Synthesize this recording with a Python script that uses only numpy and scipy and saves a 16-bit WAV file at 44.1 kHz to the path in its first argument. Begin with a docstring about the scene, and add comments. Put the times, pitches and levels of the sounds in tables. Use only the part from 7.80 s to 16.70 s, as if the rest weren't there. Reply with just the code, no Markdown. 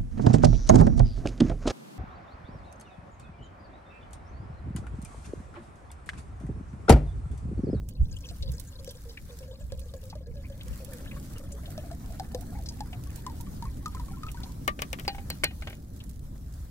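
"""Kettle filled beside a brush fire

Water glugs from a plastic jug into a small metal kettle: damped sines, the air note rising as it fills.
The jug is set down, its cap rattles and the lid goes on: struck modes under noise bursts.
A brush fire on the right roars as coloured noise, with noise bursts for snaps and crackle; fire and water hiss.
A little wind buffets the two microphone ports: low noise, partly separate at each."""
import sys
import numpy as np
from scipy import signal
from scipy.fft import rfft, irfft, next_fast_len
from scipy.io import wavfile
from scipy.ndimage import uniform_filter1d, map_coordinates

SR = 44100
rng = np.random.default_rng(int(sys.argv[2]) if len(sys.argv) > 2 else 0)


def transcribe(u):
    """Save the signal u as a 16-bit wav file named by the first command-line argument.

    u: samples, shape (n,) or (channels, n), limited to [-1, 1]; the rate is SR.
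    q: integer samples, one column per channel.
    """
    v = np.clip(np.atleast_2d(u).T, -1, 1)
    q = np.round(v * 32767).astype(np.int16)
    wavfile.write(sys.argv[1], SR, q)


N = 392490


def amp(db):
    """Decibels to gain."""
    return 10 ** (np.asarray(db) / 20)


def unit(x):
    """Scaled to rms 1."""
    return x / np.sqrt(np.mean(x ** 2) + 1e-20)


def along(points, hz):
    """(Hz, value) points read on a log frequency axis."""
    f, v = np.transpose(points)
    return np.interp(np.log(hz + 1), np.log(f + 1), v)


def curves(rows, s=None):
    """Each column after the time, read at the times s or at every sample."""
    at, *cols = np.transpose(rows)
    if s is None:
        s = np.arange(N) / SR
    return [np.interp(s, at, c) for c in cols]


def wobble(rate_hz):
    """A smooth random curve, rate_hz knots a second."""
    knots = rng.standard_normal(int(N * rate_hz / SR) + 4)
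    return map_coordinates(knots, [np.arange(N) * rate_hz / SR])


def filtered(x, response):
    """x times a response of frequency."""
    m = next_fast_len(N + SR // 2)
    return irfft(rfft(x, m) * response(np.fft.rfftfreq(m, 1 / SR)), m)[..., :N]


def rush(spectrum, patchy_db, channels):
    """Coloured noise of rms 1; patches of random gain in time and frequency are shared by the channels."""
    z = signal.stft(rng.standard_normal((channels, N)), nperseg=512)[2]
    field = uniform_filter1d(rng.standard_normal(z.shape[1:]), size=6, axis=0)
    field = uniform_filter1d(field, size=8, axis=1)
    noise = signal.istft(z * amp(patchy_db * unit(field)), nperseg=512)[1][:, :N]
    return unit(filtered(noise, lambda hz: amp(along(spectrum, hz))))


def rings(s, hz, db, t60, pan_db, late_ms, size, attack=0.000067, rise=0, rough_hz=0, hold=0):
    """Damped sines of wandering pitch, held for hold s; the left port hears them late_ms after the right."""
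    columns = np.broadcast_arrays(s, hz, db, t60, pan_db, late_ms, hold)
    s, hz, db, t60, pan_db, late_ms, hold = (v.ravel()[:, None] for v in columns)
    first = np.floor(s * SR).astype(int) - 32  # room for the earlier port
    at = np.maximum(first, 0) + np.arange(size)
    wander_hz = rough_hz * unit(uniform_filter1d(rng.standard_normal((len(s), size)), size=200))
    drift_cycles = np.cumsum(wander_hz, axis=1) / SR
    fade = np.cos(np.pi / 2 * np.arange(size) / size)
    out = []
    for side in (1, -1):  # left, right
        t = np.maximum((first + np.arange(size)) / SR - s - side * late_ms / 2000, 0)
        wave = np.sin(2 * np.pi * (hz * t * (1 + rise * t / t60) + drift_cycles))
        wave *= 1 - np.exp(-t / attack)
        wave *= amp(db + side * pan_db / 2 - 60 * np.maximum(t - hold, 0) / t60) * fade
        out.append(np.bincount(at.ravel(), wave.ravel(), N + size)[:N])
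    return np.array(out)


def puffs(s, db, pan_db, late_ms, t60, hz, width, size, echo_db=-14, attack=1e-5, order=1):
    """Noise bursts in a band around hz: a front shared by both ports, then a scattered tail of their own."""
    s, db, pan_db, late_ms = (v[:, None] for v in np.broadcast_arrays(s, db, pan_db, late_ms))
    t = np.arange(size) / SR
    noise = rng.standard_normal((len(s), 3, size))
    out = []
    for side, own in ((0.92, 1), (-1.1, 2)):  # left, right
        front = noise[:, 0] * amp(-60 * t / t60)
        tail = noise[:, own] * amp(echo_db - 12 * t / t60) * (1 - t / t[-1])
        wave = amp(db + side * pan_db / 2) * (front + tail) * (1 - np.exp(-t / attack))
        first = np.round((s + side * late_ms / 2000) * SR).astype(int)
        at = np.maximum(first, 0) + np.arange(size)
        out.append(np.bincount(at.ravel(), wave.ravel(), N + size)[:N])

    def band(f):
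        return (1j * f * hz * width / (hz * hz - f * f + 1j * f * hz * width)) ** order
    return filtered(np.array(out), band)


# Spectrum of both buffeting and roar. Each row: frequency in Hz, relative density in dB per Hz.
RUMBLE_SPECTRUM = [(8.8, -34), (15, -3.5), (37, -6), (59, 2), (200, -19), (260, -53), (440, -120)]
# Gusts. Each row: centre in seconds, level in dB.
GUSTS = [(.255, -28), (.335, -32), (.7, -32), (1.97, -36), (2.5, -31)]
GUST_HALF_S, BREEZE_DB = 0.049, -48
OWN_SHARE = 0.71  # gain of each port's own noise against the common one


def wind():
    """Short gusts over a steady breeze; the turbulence differs in part from port to port."""
    t = np.arange(N) / SR
    strength = amp(BREEZE_DB) + sum(amp(db) * np.exp(-((t - s) / GUST_HALF_S) ** 2) for s, db in GUSTS)
    common, *own = rush(RUMBLE_SPECTRUM, patchy_db=4.0, channels=3)
    buffeting = amp(5.0 * wobble(15)) * (common + OWN_SHARE * np.array(own))
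    return strength * unit(buffeting)


# Flames. Each row: time in seconds, roar level in dB, flutter level in dB.
FLAME_LEVELS = [(0, -37, -48), (.8, -44.5, -52.5), (1.4, -47, -54.5), (2.3, -41, -54), (3, -42.5, -44.5),
                (5.5, -36.5, -43.5), (7.2, -40, -43.5), (8.9, -40, -49)]
# Flutter spectrum. Each row: frequency in Hz, relative density in dB per Hz.
FLUTTER_SPECTRUM = [(71, -16.5), (120, -9.5), (271, -16), (384, -26.5), (604, -32), (952, -39), (1500, -68),
                    (3300, -120)]
# Drifting bearing of the fire. Each row: time in seconds, delay at the left port in ms.
FIRE_BEARING = [(0, 0.32), (2, 0.31), (6.5, 0.52), (7.5, 0.42)]


def flames():
    """Low roar and higher flutter of the flames, one noise that reaches the left port late."""
    roar_db, flutter_db = curves(FLAME_LEVELS)
    roar = amp(roar_db + 0.32 * wobble(2.78)) * rush(RUMBLE_SPECTRUM, patchy_db=1.0, channels=1)[0]
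    flutter = amp(flutter_db + 0.12 * wobble(4.7)) * rush(FLUTTER_SPECTRUM, patchy_db=1.5, channels=1)[0]
    right = roar + flutter
    delay_samples = curves(FIRE_BEARING)[0] * SR / 1000
    left = np.interp(np.arange(N) - delay_samples, np.arange(N), right)
    return np.array([left, right])


# Hiss, which also sets the crackle. Each row: time in seconds, level in dB.
HISS_LEVEL = [(.2, -68.5), (.45, -60), (1.6, -58.5), (1.75, -63.5), (2.3, -60), (2.45, -70.5), (2.75, -57),
              (3.35, -54.5), (3.7, -56.5), (7.9, -57.5), (8.05, -62), (8.9, -60.5)]
# Hiss spectrum. Each row: frequency in Hz, relative density in dB per Hz.
HISS_SPECTRUM = [(590, 2), (1000, 3), (1640, 0.5), (2700, -7.5), (4400, -3.5), (14900, -5), (16600, -8)]


def hiss_and_crackle():
    """Broad treble hiss of fire and splashing water, separate noise at each port; crackles in bunches of three."""
    hiss_db = curves(HISS_LEVEL)[0] + 1.4 * wobble(13) + wobble(40)
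    hiss = amp(hiss_db) * rush(HISS_SPECTRUM, patchy_db=2.2, channels=2)
    draw = rng.random((900, 3))
    s = np.repeat(rng.random(300) * N / SR, 3) + .06 * draw[:, 0]
    db = curves(HISS_LEVEL, s)[0] + 4 - 3.3 * np.log(draw[:, 1])  # many faint, few loud
    pan_db, late_ms = 12 * draw[:, 2] - 8, .45 - 0.75 * draw[:, 2]
    return hiss + puffs(s, db, pan_db, late_ms, t60=0.014, hz=7500, width=1.6, size=900, attack=.0004)


# Twig snaps. Each row: start in seconds, level in dB.
TWIG_SNAPS = [(0.088, -42), (0.719, -42.5), (0.7983, -37), (1.1086, -42), (1.994, -43.5), (3.047, -41),
              (3.134, -41.5), (4.6094, -42.5), (5.359, -41), (5.609, -39.5), (6.516, -41), (8.239, -48.5),
              (8.294, -46.5)]
SNAP_DULL_DB, SNAP_PAN_DB = -8, -15.5  # dull part against the bright one; left against right


def snaps():
    """Twigs break in the fire on the right: a bright burst over a duller one."""
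    s, db = np.transpose(TWIG_SNAPS)
    late_ms, = curves(FIRE_BEARING, s)
    bright = puffs(s, db, SNAP_PAN_DB, late_ms, t60=0.034, hz=10500, width=0.98, size=1500)
    dull = puffs(s, db + SNAP_DULL_DB, SNAP_PAN_DB, late_ms, t60=0.031, hz=3460, width=0.35, size=1500)
    return bright + dull


# Kettle position, a little left: left against right in dB, delay at the left port in ms.
KETTLE_PLACE = (2.2, -.12)
# Stray drops. Each row: start in seconds, level in dB, band centre in Hz.
STRAY_DROPS = [(0.364, -38, 7100), (0.487, -27.5, 4500), (0.624, -24, 4160), (1.09, -29, 4770),
               (1.292, -33, 4400), (1.372, -23.5, 2200), (2.299, -30, 4530), (2.326, -22.5, 860),
               (2.809, -29, 3070), (3.2568, -30.5, 1660), (3.312, -25.5, 2220), (3.721, -31.5, 7230),
               (3.856, -31, 3330), (4.8587, -28, 4700), (4.8861, -23, 5200), (5.129, -27.5, 2630),
               (6.484, -25.5, 2600), (6.632, -25.5, 4100), (8.202, -30.5, 3160)]


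def stray_drops():
    """Stray drops smack metal and stone by the kettle, each a burst in its own band."""
    return sum(puffs([s], db, *KETTLE_PLACE, t60=0.055, hz=hz, width=0.45, size=1500, attack=.001, order=2)
               for s, db, hz in STRAY_DROPS)


def knocks(blows, modes, body_hz, body_db, pan_db, late_ms):
    """Blows ring the modes at varied strengths under clack, thump and crack; dull ones spare the top modes."""
    s, db, crack_db = np.transpose(blows)
    hz, mode_db, t60 = np.transpose(modes)
    level = np.c_[db] + mode_db + body_db * (hz < body_hz)
    level += np.outer(np.minimum(crack_db, 0), hz > 3700)
    level += 2 * rng.standard_normal((len(s), len(hz)))
    rough_hz = np.c_[np.tile(.022 * hz, len(s))]
    ring = rings(np.c_[s], hz, level, t60, pan_db, late_ms, size=7000, attack=.0001, rough_hz=rough_hz)
    clack = puffs(s, db + 10.5, pan_db, late_ms, t60=0.016, hz=2200, width=0.8, size=3500,
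                  echo_db=-3, attack=.0005, order=2)
    thump = puffs(s, db + 11.5, pan_db, late_ms, t60=0.051, hz=550, width=0.67, size=2000)
    crack = puffs(s, db + crack_db + 3, pan_db, late_ms, t60=0.006, hz=7000, width=2.0, size=2000)
    return ring + clack + thump + crack


# Jug and cap knocks. Each row: start in seconds, level in dB, crack in dB against it.
JUG_KNOCKS = [(6.878, -22, 0.5), (6.991, -34, -38), (7.02, -26, 5.5), (7.13, -29, 3.5), (7.187, -38, -26),
              (7.197, -37, 5), (7.25, -42, -14)]
# Plastic modes. Each row: frequency in Hz, relative level in dB, T60 in seconds.
PLASTIC_MODES = [(1185, 4, .11), (1850, -3, .09), (2140, -2, .05), (2930, -11, .05)]
LANDED_S, CAP_BODY_DB = 6.9, -15


def jug():
    """The jug's landing, to the left, rings its body; later cap rattles ring the modes below 2500 Hz less."""
    body_db = CAP_BODY_DB * (np.array(JUG_KNOCKS)[:, [0]] > LANDED_S)
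    return knocks(JUG_KNOCKS, PLASTIC_MODES, 2500, body_db, pan_db=4.5, late_ms=-.35)


# Lid on the rim. Each row: start in seconds, level in dB, crack in dB against it.
LID_KNOCKS = [(7.279, -26, -1), (7.347, -43.5, -27), (7.382, -42, -21), (7.502, -32.5, 11.5),
              (7.636, -20, -15), (7.642, -26, 13), (7.709, -47, -20), (7.822, -38.5, -21),
              (7.872, -33.5, -31), (7.903, -44, -24), (7.928, -44.5, -27)]
# Metal modes. Each row: frequency in Hz, relative level in dB, T60 in seconds.
METAL_MODES = [(794, -0.5, 0.14), (840, -6, 0.098), (1557, -13.5, 0.098), (1880, -17.5, 0.15),
               (2205, -1.5, 0.037), (2450, -18.5, 0.19), (2960, -15, 0.23), (3520, -20, 0.18),
               (4200, 0.5, 0.1), (4720, 2, 0.051)]
PALM_S, PALM_DB = 7.45, -16


def lid():
    """The lid is pressed onto the full kettle; with a palm on it, later blows ring modes below 1000 Hz less."""
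    body_db = PALM_DB * (np.array(LID_KNOCKS)[:, [0]] > PALM_S)
    return knocks(LID_KNOCKS, METAL_MODES, 1000, body_db, pan_db=2, late_ms=-.135)


WALL_START_HZ, WALL_RISE_PER_S = 1594, 0.0215


def wall_hz(s):
    """The kettle wall's ring, rising steadily with time."""
    return WALL_START_HZ * (1 + WALL_RISE_PER_S * s)


# Air left in the kettle. Each row: time in seconds, resonance in Hz.
AIR_PITCH = [(0, 493), (3.5, 558), (4.3, 691), (4.8, 778), (6.8, 1060)]
# Big bubbles. Each row: start in seconds, level in dB, pitch in Hz.
BIG_BUBBLES = [(0.511, -45, 696), (0.633, -48, 557), (0.994, -51, 554), (1.076, -33, 494),
               (1.254, -48, 477), (1.494, -47, 501), (1.606, -46.5, 525), (1.679, -46.5, 533),
               (1.921, -32, 511), (2.138, -35, 540), (2.23, -48.5, 535), (2.354, -40, 599),
               (2.469, -45.5, 475), (2.556, -46.5, 579), (2.7, -42.5, 560), (3.002, -45.5, 535),
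               (3.08, -46, 550), (3.119, -44.5, 522), (3.364, -44, 1130), (3.708, -49.5, 587),
               (3.978, -31, 632), (4.113, -34.5, 693), (4.305, -44, 676), (4.397, -26.5, 763),
               (4.547, -24, 500), (4.62, -45, 720), (4.788, -42.5, 795), (5.006, -29, 844),
               (5.128, -42, 717), (5.465, -28, 1036), (5.498, -39, 938), (5.602, -42, 947),
               (5.67, -46.5, 1156), (5.824, -31.5, 944), (5.854, -37, 1095), (6.059, -25.5, 1258),
               (6.148, -34.5, 1046), (6.169, -43, 1310), (6.197, -35.5, 966), (6.284, -43, 1110),
               (6.313, -44, 806), (6.433, -32, 1244), (6.466, -35.5, 1284), (6.545, -40.5, 974),
               (6.572, -43, 1500), (6.635, -44, 763)]
WALL_DB, WALL_SPREAD_DB = -20, 4  # overtone and wall ring against the glug, and their scatter
HUM_S_PER_DB = 0.006  # gentle low glugs hold their note


def glugs():
    """Big bubbles ring, with the kettle's air, an overtone and the wall, as the surface smacks shut."""
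    s, db, hz = np.transpose(BIG_BUBBLES)
    hold_s = HUM_S_PER_DB * np.maximum(-39 - db, 0) * (hz < 600)
    bubble = rings(s, hz, db, 0.085, *KETTLE_PLACE, size=5000, attack=0.0007,
                   rise=-.04, rough_hz=20, hold=hold_s)
    air_hz, air_db = curves(AIR_PITCH, s)[0], db - 6.5 - 1.8 * s
    air = rings(s + 0.0058, air_hz, air_db, 0.13, *KETTLE_PLACE, size=5000, attack=0.00085, rough_hz=39.5)
    smack = puffs(s, db - 0.5, *KETTLE_PLACE, t60=0.021, hz=4470, width=0.51, size=1200)
    upper_hz = np.c_[2 * hz, wall_hz(s)]
    upper_db = np.c_[db] + WALL_DB + WALL_SPREAD_DB * rng.standard_normal((len(s), 2))
    upper = rings(np.c_[s], upper_hz, upper_db, 0.051, *KETTLE_PLACE, size=3000, attack=0.0011)
    return bubble + air + smack + upper


# Gurgle; the last row ends the pour. Each row: time in seconds, base level in dB.
GURGLE_LEVEL = [(0, -75), (.6, -66.5), (3.3, -65), (4.7, -60.5), (5.35, -72.5), (6.7, -65)]


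def gurgle(s, big, choice):
    """Small bubbles ring near the air's pitch, and either about an octave up or at the wall's ring."""
    db, = curves(GURGLE_LEVEL, s)
    scatter = .04 + .022 * s  # pitches scatter more as time goes on
    air_hz = curves(AIR_PITCH, s)[0] * np.exp(scatter * rng.standard_normal((2, len(s))))
    low = rings(s, air_hz[0], db + 7 * big[:, 0], 0.14, *KETTLE_PLACE, size=2600, attack=0.002, rough_hz=30.6)
    upper_hz = np.where(choice < .5, 2 * air_hz[1], wall_hz(s))
    upper_db = db - 8 + 6 * big[:, 1]
    upper = rings(s, upper_hz, upper_db, 0.13, *KETTLE_PLACE, size=2600, attack=0.006, rough_hz=30)
    return low + upper


# Splash pitch falls until 4.7 s, then rises a little.
# Each row: time in seconds, base splash level in dB, usual pitch in Hz.
SPLASHES = [(0, -65.5, 4640), (.5, -54, 4540), (2.4, -66.5, 3500), (3.2, -60, 2010), (4.7, -69, 1633),
            (6.7, -67.5, 2130)]


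def fizz(s, big, choice):
    """Each drop bursts on the surface into a spray of six short blips."""
    splash_db, splash_hz = curves(SPLASHES, s)
    drop_hz = np.c_[splash_hz] * 3 ** (np.c_[choice] - .4)
    hz = drop_hz * np.exp(.12 * rng.standard_normal((len(s), 6)))
    at = np.c_[s] + .02 * rng.random(hz.shape) ** 2
    db = np.c_[splash_db + 5.5 * big[:, 1]]
    return rings(at, hz, db, 40 / hz + .008, *KETTLE_PLACE, size=900, attack=.0012, rough_hz=100)


def water():
    """Big glugs, plus small bubbles and drops that strike together at random through the pour."""
    draw = rng.random((480, 4))
    s = draw[:, 0] * GURGLE_LEVEL[-1][0]
    big = np.minimum(-np.log(draw[:, [1, 3]]), 3)  # many small, a few large
    choice = draw[:, 2]
    return glugs() + gurgle(s, big, choice) + fizz(s, big, choice)


def scene():
    """Water and knocks over fire and wind, in the open air."""
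    fire = flames() + hiss_and_crackle() + snaps()
    return wind() + fire + stray_drops() + jug() + lid() + water()


def record(dry):
    """Top treble is 20 dB down above 15800 Hz and absent from 16800 Hz."""
    return filtered(dry, lambda hz: amp(-20 * (hz > 15800)) * (hz < 16800))


dry = scene()
out = record(dry)
transcribe(out)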